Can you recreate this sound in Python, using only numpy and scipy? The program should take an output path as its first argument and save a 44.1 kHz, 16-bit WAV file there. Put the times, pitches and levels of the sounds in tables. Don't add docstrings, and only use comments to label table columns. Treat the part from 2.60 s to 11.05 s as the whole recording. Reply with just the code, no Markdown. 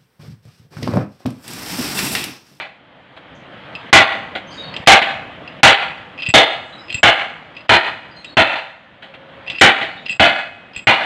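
import sys
import numpy as np
from scipy import signal
from scipy.io import wavfile
from scipy.ndimage import uniform_filter1d, minimum_filter1d

SR = 44100
rng = np.random.default_rng(int(sys.argv[2]) if len(sys.argv) > 2 else 0)


def store_wav(level_fs):
    pcm = np.round(np.clip(np.atleast_2d(level_fs), -1, 1) * 32767)
    wavfile.write(sys.argv[1], SR, pcm.T.astype(np.int16))


N = 372644


def gain_of(db):
    return 10 ** (np.asarray(db) / 20)


def evened(x):
    return x / np.sqrt(np.mean(x ** 2) + 1e-20)


def read(points, hz):
    f, value = np.transpose(points)
    return np.interp(np.log(hz + 1), np.log(f + 1), value)


def add(mix, s, sound):
    at = round(s * SR)
    part = mix[max(at, 0):][:len(sound) + min(at, 0)]
    part += sound[max(-at, 0):][:len(part)]


def noise(count, level_db, size=512):
    hop = size // 4
    frames = count // hop + 5
    hz = np.fft.rfftfreq(size, 1 / SR)[:, None]
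    real, imaginary = rng.standard_normal((frames, len(hz), 2)).T
    spectrum = (real + 1j * imaginary) * gain_of(level_db(hz, np.arange(frames) * hop / SR))
    return signal.istft(spectrum, nperseg=size, noverlap=size - hop)[1][:count]


def blow(db, rattle, ring, bright_db, low_db, pair_db, thud_db):
    # (frequency [Hz], relative level [dB], 60 dB decay before the ring factor [s])
    sheet = [(325.2, -18.5, 0.37), (651.4, -6.5, 0.43), (781, 1.5, 0.55), (808, 0.5, 0.55), (873, -6, 0.48),
             (1098, -23.5, .5), (1196, -9.5, 0.67), (1388, 0.5, 0.59), (1469, 3.5, 0.25), (1544, -6, 0.41),
             (1679, -1.5, 0.56), (1994, -17, 0.69), (2021, -3, 0.55), (2261, -2.5, 0.52), (2412, -27, .5),
             (2550, -8.5, 0.88), (2710, -44.5, 0.35), (2930, -5, 0.62), (3067, 2.5, 0.26),
             (3262, -12, 0.42), (3450, -9.5, 0.49), (3450, -10, .4), (4140, -9.5, 0.47)]
    # (frequency [Hz], relative level [dB])
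    clatter = [(30, -55.5), (100, -23), (216, -7.5), (330, -4.5), (427, -14), (700, -2.5), (1020, -12.5),
               (2070, -7), (3570, -14), (4500, -25), (5330, -43.5), (8800, -47.5), (10500, -51),
               (15000, -50)]
    # (frequency [Hz], decay [s])
    clatter_t60 = [(60, 0.19), (250, 0.26), (700, 0.56), (2000, 0.56), (4000, 0.44), (7000, 0.61),
                   (10500, 0.43), (14000, 0.222)]
    lowest_below_hz, pair_below_hz = 700, 830
    t = np.arange(SR) / SR

    hz, mode_db, t60 = np.transpose(sheet)[:, :, None]
    luck = rng.standard_normal((len(sheet), 3)).T[:, :, None]
    mode_db = mode_db + 2.5 * luck[0] + bright_db * np.log2(hz / 1500)
    mode_db = mode_db + np.select([hz < lowest_below_hz, hz < pair_below_hz], [low_db, pair_db])
    detuned_hz = hz * (1 + 0.00508 * luck[1])
    modes = gain_of(mode_db - 60 * t / (t60 * ring)) * np.sin(2 * np.pi * (detuned_hz * t + luck[2]))

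    clusters_db = 4 * rng.standard_normal((257, 1))

    def dense_db(f, s):
        tilt_db = bright_db * np.log2((f + 50) / 1500)
        return read(clatter, f) + clusters_db + tilt_db - 60 * s / (read(clatter_t60, f) * ring)

    dense = noise(SR, dense_db, size=512)
    thud = noise(SR, lambda f, s: -22 * abs(np.log2((f + 5) / 110)) - 60 * s / 0.27, size=2048)

    linger_db = np.minimum(35.5 * np.maximum(t - rattle, 0), 1)
    modes = modes * np.where(hz < pair_below_hz, gain_of(linger_db), 1)
    ringing = modes.sum(0)

    head = SR // 20
    body = gain_of(-5.0) * ringing / ringing[:head].std() + dense / dense[:head].std()
    body = body + gain_of(thud_db) * thud / thud[:head].std()

    bumps = evened(signal.oaconvolve(rng.standard_normal(SR), np.hanning(400), "same"))
    damped = gain_of(-60 * np.maximum(t - rattle, 0) / (0.21 * ring)) + gain_of(-26.5)
    damped = damped * gain_of(1.2 * bumps)
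    onset = 1 - np.exp(-t / .0006)
    return gain_of(db) * body * damped * onset


def chink(db, middle_db, top_db, grit_db):
    # (frequency [Hz], relative level [dB], 60 dB decay [s])
    steel = [(2000, -11, .04), (2552, -3, .06), (2697, 0, .045), (3235, -10, .025), (4160, -18, .05),
             (4880, 3, .045), (4990, 0, .04), (7100, -14, .05), (7560, -3, .06), (7650, 0, .11),
             (8300, -12, .03), (11500, -24, .04)]
    t = np.arange(SR // 5) / SR
    hz, mode_db, t60 = np.transpose(steel)[:, :, None]
    luck = rng.standard_normal((len(steel), 2)).T[:, :, None]
    mode_db = mode_db + 2.5 * luck[0] + middle_db * (hz > 4500) + (top_db - middle_db) * (hz > 6000)
    detuned_hz = hz * (1 + 0.0052 * luck[1])
    ring = (gain_of(mode_db - 60 * t / t60) * np.sin(2 * np.pi * detuned_hz * t)).sum(0)

    scrape = rng.standard_normal(200) * np.exp(-np.arange(200) / 60.0)
    scrape[0] = 7
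    ring = signal.oaconvolve(ring, scrape / np.linalg.norm(scrape))[:len(t)]

    def contact_db(f, s):
        middle_hump_db = -34 * abs(np.log2((f + 50) / 3000))
        top_hump_db = top_db - 60 * abs(np.log2((f + 50) / 7700))
        return np.maximum(middle_hump_db, top_hump_db) - 60 * s / .045

    grit = noise(len(t), contact_db, size=128)
    both = ring + gain_of(grit_db) * grit / grit[:200].std()
    return gain_of(db) * both * (1 - np.exp(-(t / .0015) ** 2))


def chatter(length, db):
    gap_s, spread_db = .011, 1.5
    rise_db, rise_s = 5.5, 0.018
    out = np.zeros(SR // 2)
    luck = rng.standard_normal((14, 2))
    for k, (late, loud) in enumerate(luck):
        s = gap_s * (k + .3 * late * (k > 0))
        level_db = db + spread_db * loud - rise_db * np.exp(-s / rise_s)
        sound = chink(level_db, middle_db=-17.5, top_db=-42, grit_db=-12.5)
        add(out, s, sound * (s < length))
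    return out


def whistle(length, hz, width, db):
    count = round(length * SR)
    slow = rng.standard_normal((2, SR))
    slow = signal.lfilter([1], [1, -np.exp(-np.pi * width / SR)], slow, axis=1)
    slow = signal.lfilter([1], [1, -np.exp(-2 * np.pi * width / SR)], slow, axis=1)[:, -count:]
    carrier = np.exp(2j * np.pi * hz * np.arange(count) / SR)
    band = ((slow[0] + 1j * slow[1]) * carrier).real
    fade = gain_of(-15. * np.arange(count) / count)
    return gain_of(db) * evened(band) * signal.windows.tukey(count, .45) * fade


def puff(length, hz, db):
    count = round(length * SR)
    air = noise(SR // 4, lambda f, s: -14 * abs(np.log2((f + 20) / hz)) + 0 * s, size=1024)
    return gain_of(db) * evened(air[2000:][:count]) * np.hanning(count)


def tone(length, hz, db):
    t = np.arange(round(length * SR)) / SR
    waver = evened(signal.oaconvolve(rng.standard_normal((2, len(t))), np.hanning(3000)[None], "same"))
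    turns = np.cumsum(hz + 4 * waver[0]) / SR
    level = gain_of(db + 1.5 * waver[1] + 5 * t / length)
    return level * np.sin(2 * np.pi * turns) * signal.windows.tukey(len(t), .3)


def hum():
    # (frequency [Hz], relative level [dB])
    hum_spectrum = [(15, -52.5), (30, -25.5), (49, -28.5), (100, -2.5), (301, -5), (404, -12.5), (543, -4),
                    (833, -9), (1150, -10), (1910, -10.5), (2560, -15), (3180, -13.5), (5720, -43),
                    (8500, -47.5), (15000, -49.5)]
    # (time [s], relative level [dB])
    hum_level = [(0.0, -53.5), (0.4, -49), (1.39, -35), (1.81, -40), (2.28, -35.5), (2.7, -39),
                 (3.6, -41.5), (4.1, -42.5), (5.8, -45.5), (6.199, -51), (7.101, -39.5), (7.8, -48),
                 (8.45, -45.5)]
    lumps = rng.standard_normal((N // 256 + 5, 513))
    lumps = uniform_filter1d(uniform_filter1d(lumps, 10, 0), 12, 1)
    lumps = evened(lumps).T
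    wash = evened(noise(N, lambda f, s: read(hum_spectrum, f) + 1.5 * lumps, size=1024))
    return wash * gain_of(4.0 + np.interp(np.arange(N) / SR, *np.transpose(hum_level)))


def room(x):
    # (frequency [Hz], decay [s])
    room_t60 = [(200, 0.25), (2000, 0.2), (8000, 0.56)]
    tail = noise(SR // 2, lambda f, s: -60 * s / read(room_t60, f), size=256)
    return signal.fftconvolve(x, tail / np.linalg.norm(tail))[:N]


def scene():
    # (time [s], strength [dB], rattle [s], lowest modes [dB], close pair above them [dB])
    blows = [(1.3284, 21, 0.058, 11, 5), (2.2725, 24.5, 0.06, 0, 5), (3.0312, 20, 0.061, 9.5, 6),
             (3.7391, 18.5, 0.055, 15.5, 2.5), (4.4307, 14.5, 0.049, 9.5, 0), (5.0927, 12, 0.051, 10, 0.5),
             (5.7691, 9, 0.041, 16, 1), (7.0112, 18.5, 0.055, 4, 5.5), (7.596, 8.5, 0.095, 2, 0),
             (8.27, 7.5, 0.065, 6, 2.5)]
    # (time [s], strength [dB], ring time factor)
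    taps = [(-.03, -19.5, 1.88), (.5652, -40, 0.85), (1.7518, -23, 1.1), (2.4165, -2, 1.2),
            (5.955, -24.5, 2.7), (6.4228, -37, 2), (6.5372, -39, 0.78), (7.2117, -18.5, 1.6),
            (8.4067, -12.5, 2.4)]
    # (time [s], level [dB], top modes [dB], grit of the contact [dB])
    chinks = [(1.1508, -18, -29, -12), (2.139, -13.5, -43, -17), (2.1634, -22.5, -25.5, 6.5),
              (2.262, -5.5, -28, -12), (2.8757, -23, -46, -26), (3.6201, -16, -45, -9),
              (3.6314, -25, -32, 0), (3.6625, -9.5, -32, -12), (3.687, -12, -7, -13),
              (3.699, -11, -26, -14), (4.301, -12.5, -33, -18), (4.325, -10.5, -21.5, -13),
              (4.343, -9, -11, -12), (4.966, -20.5, -51, -17), (5.0843, -19, -31, -13),
              (5.6443, -20, -17, -9), (6.878, -17.5, -46, -13), (6.8982, -20, -33, 3.5),
              (6.9167, -23, -26, -5), (6.9846, -6, -36, -14), (6.9957, -4, -17, -12),
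              (7.4619, -15.5, -44, -15), (7.483, -11.5, -39, -14), (7.4942, -7.5, -21, -16),
              (7.5038, -14, -15, -12), (7.515, -21, -8, -10), (8.1616, -12, -16, -18),
              (8.1749, -22, -7, -12)]
    # (time [s], level [dB])
    puffs = [(2.19, -29), (3.68, -19.5), (4.34, -25.5), (6.892, -42), (7.496, -31.5), (8.159, -29)]
    # (start [s], length [s], level [dB])
    chatters = [(3.5768, 0.18, -20.5), (4.2818, 0.1, -23.5), (4.95, .07, -29), (5.655, 0.02, -27),
                (6.8632, 0.15, -24.5), (7.4568, 0.069, -21), (8.1337, 0.061, -26)]
    # (time [s], length [s], pitch [Hz], filter width [Hz], level [dB])
    whistles = [(0.738, .1, 6240, 980, -57), (1.859, 0.12, 6240, 75, -48), (1.869, 0.14, 3120, 80, -40),
                (1.88, .27, 8500, 1800, -59), (1.894, 0.16, 4660, 370, -38.5), (1.913, .15, 6640, 610, -49),
                (1.966, 0.15, 3764, 70, -27), (2.01, .06, 8700, 150, -61), (2.013, 0.16, 4400, 139, -35.5),
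                (4.02, 0.39, 7500, 1500, -60), (4.116, 0.12, 3915, 87, -34), (4.166, .22, 5080, 150, -47.5),
                (5.5, 0.1, 4800, 100, -49), (5.543, 0.15, 4170, 130, -39), (5.54, .2, 8350, 350, -63),
                (5.548, 0.17, 6450, 300, -61), (5.676, 0.14, 4330, 85, -40), (5.65, .11, 3830, 74, -38),
                (7.27, 0.15, 4270, 250, -43), (7.36, 0.13, 3680, 250, -37), (7.41, .05, 7000, 80, -62)]
    # (time [s], length [s], pitch [Hz], starting level [dB])
    tones = [(1.78, .47, 545, -45), (6.35, .66, 543, -44.5)]

    mix, small = hum(), np.zeros(N)
    for s, db, rattle, low_db, pair_db in blows:
        ring = 2.0117 * 2 ** (-db / 29)
        thud_db = -13 - 0.41 * db
        add(mix, s, blow(db, rattle, ring, 1.5, low_db, pair_db, thud_db))
    for s, db, ring in taps:
        add(mix, s, blow(db, .012, ring, bright_db=1.5, low_db=13.5, pair_db=2., thud_db=-31))
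    for s, db, top_db, grit_db in chinks:
        add(small, s, chink(db, -21, top_db, grit_db))
    for s, db in puffs:
        add(small, s, puff(length=0.022, hz=130, db=db))
    for table, source in ((chatters, chatter), (whistles, whistle), (tones, tone)):
        for s, *row in table:
            add(small, s, source(*row))
    return (mix + small + gain_of(-8.5) * room(small))[None]


def record(dry):
    power_db = 10 * np.log10(abs(uniform_filter1d(dry[0] ** 2, 300)) + 1e-12)
    over_db = np.clip(power_db + 15.5, 0, 14.)
    fall = np.arange(N) * 211.0 / SR
    held_db = np.maximum.accumulate(over_db + fall) - fall
    ahead = 800
    ahead_db = -minimum_filter1d(-held_db, ahead, origin=-(ahead // 2))
    ducked = dry / gain_of(uniform_filter1d(ahead_db, 500))

    peak_db = 20 * np.log10(-minimum_filter1d(-abs(ducked), 200) + 1e-9)
    limited = ducked / gain_of(uniform_filter1d(np.clip(peak_db - 3.5, 0, 5.), 150))
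    flat = .83 * limited / (1 + abs(limited) ** 24) ** (1 / 24)

    dull = signal.sosfilt(signal.butter(2, 7600, fs=SR, output='sos'), flat)
    dull = signal.sosfilt(signal.butter(2, 45., 'high', fs=SR, output='sos'), dull)
    band_limit = signal.firwin(511, 16100, window=("kaiser", 9), fs=SR)
    return signal.oaconvolve(dull, band_limit[None], "same")


dry = scene()
out = record(dry)
store_wav(out)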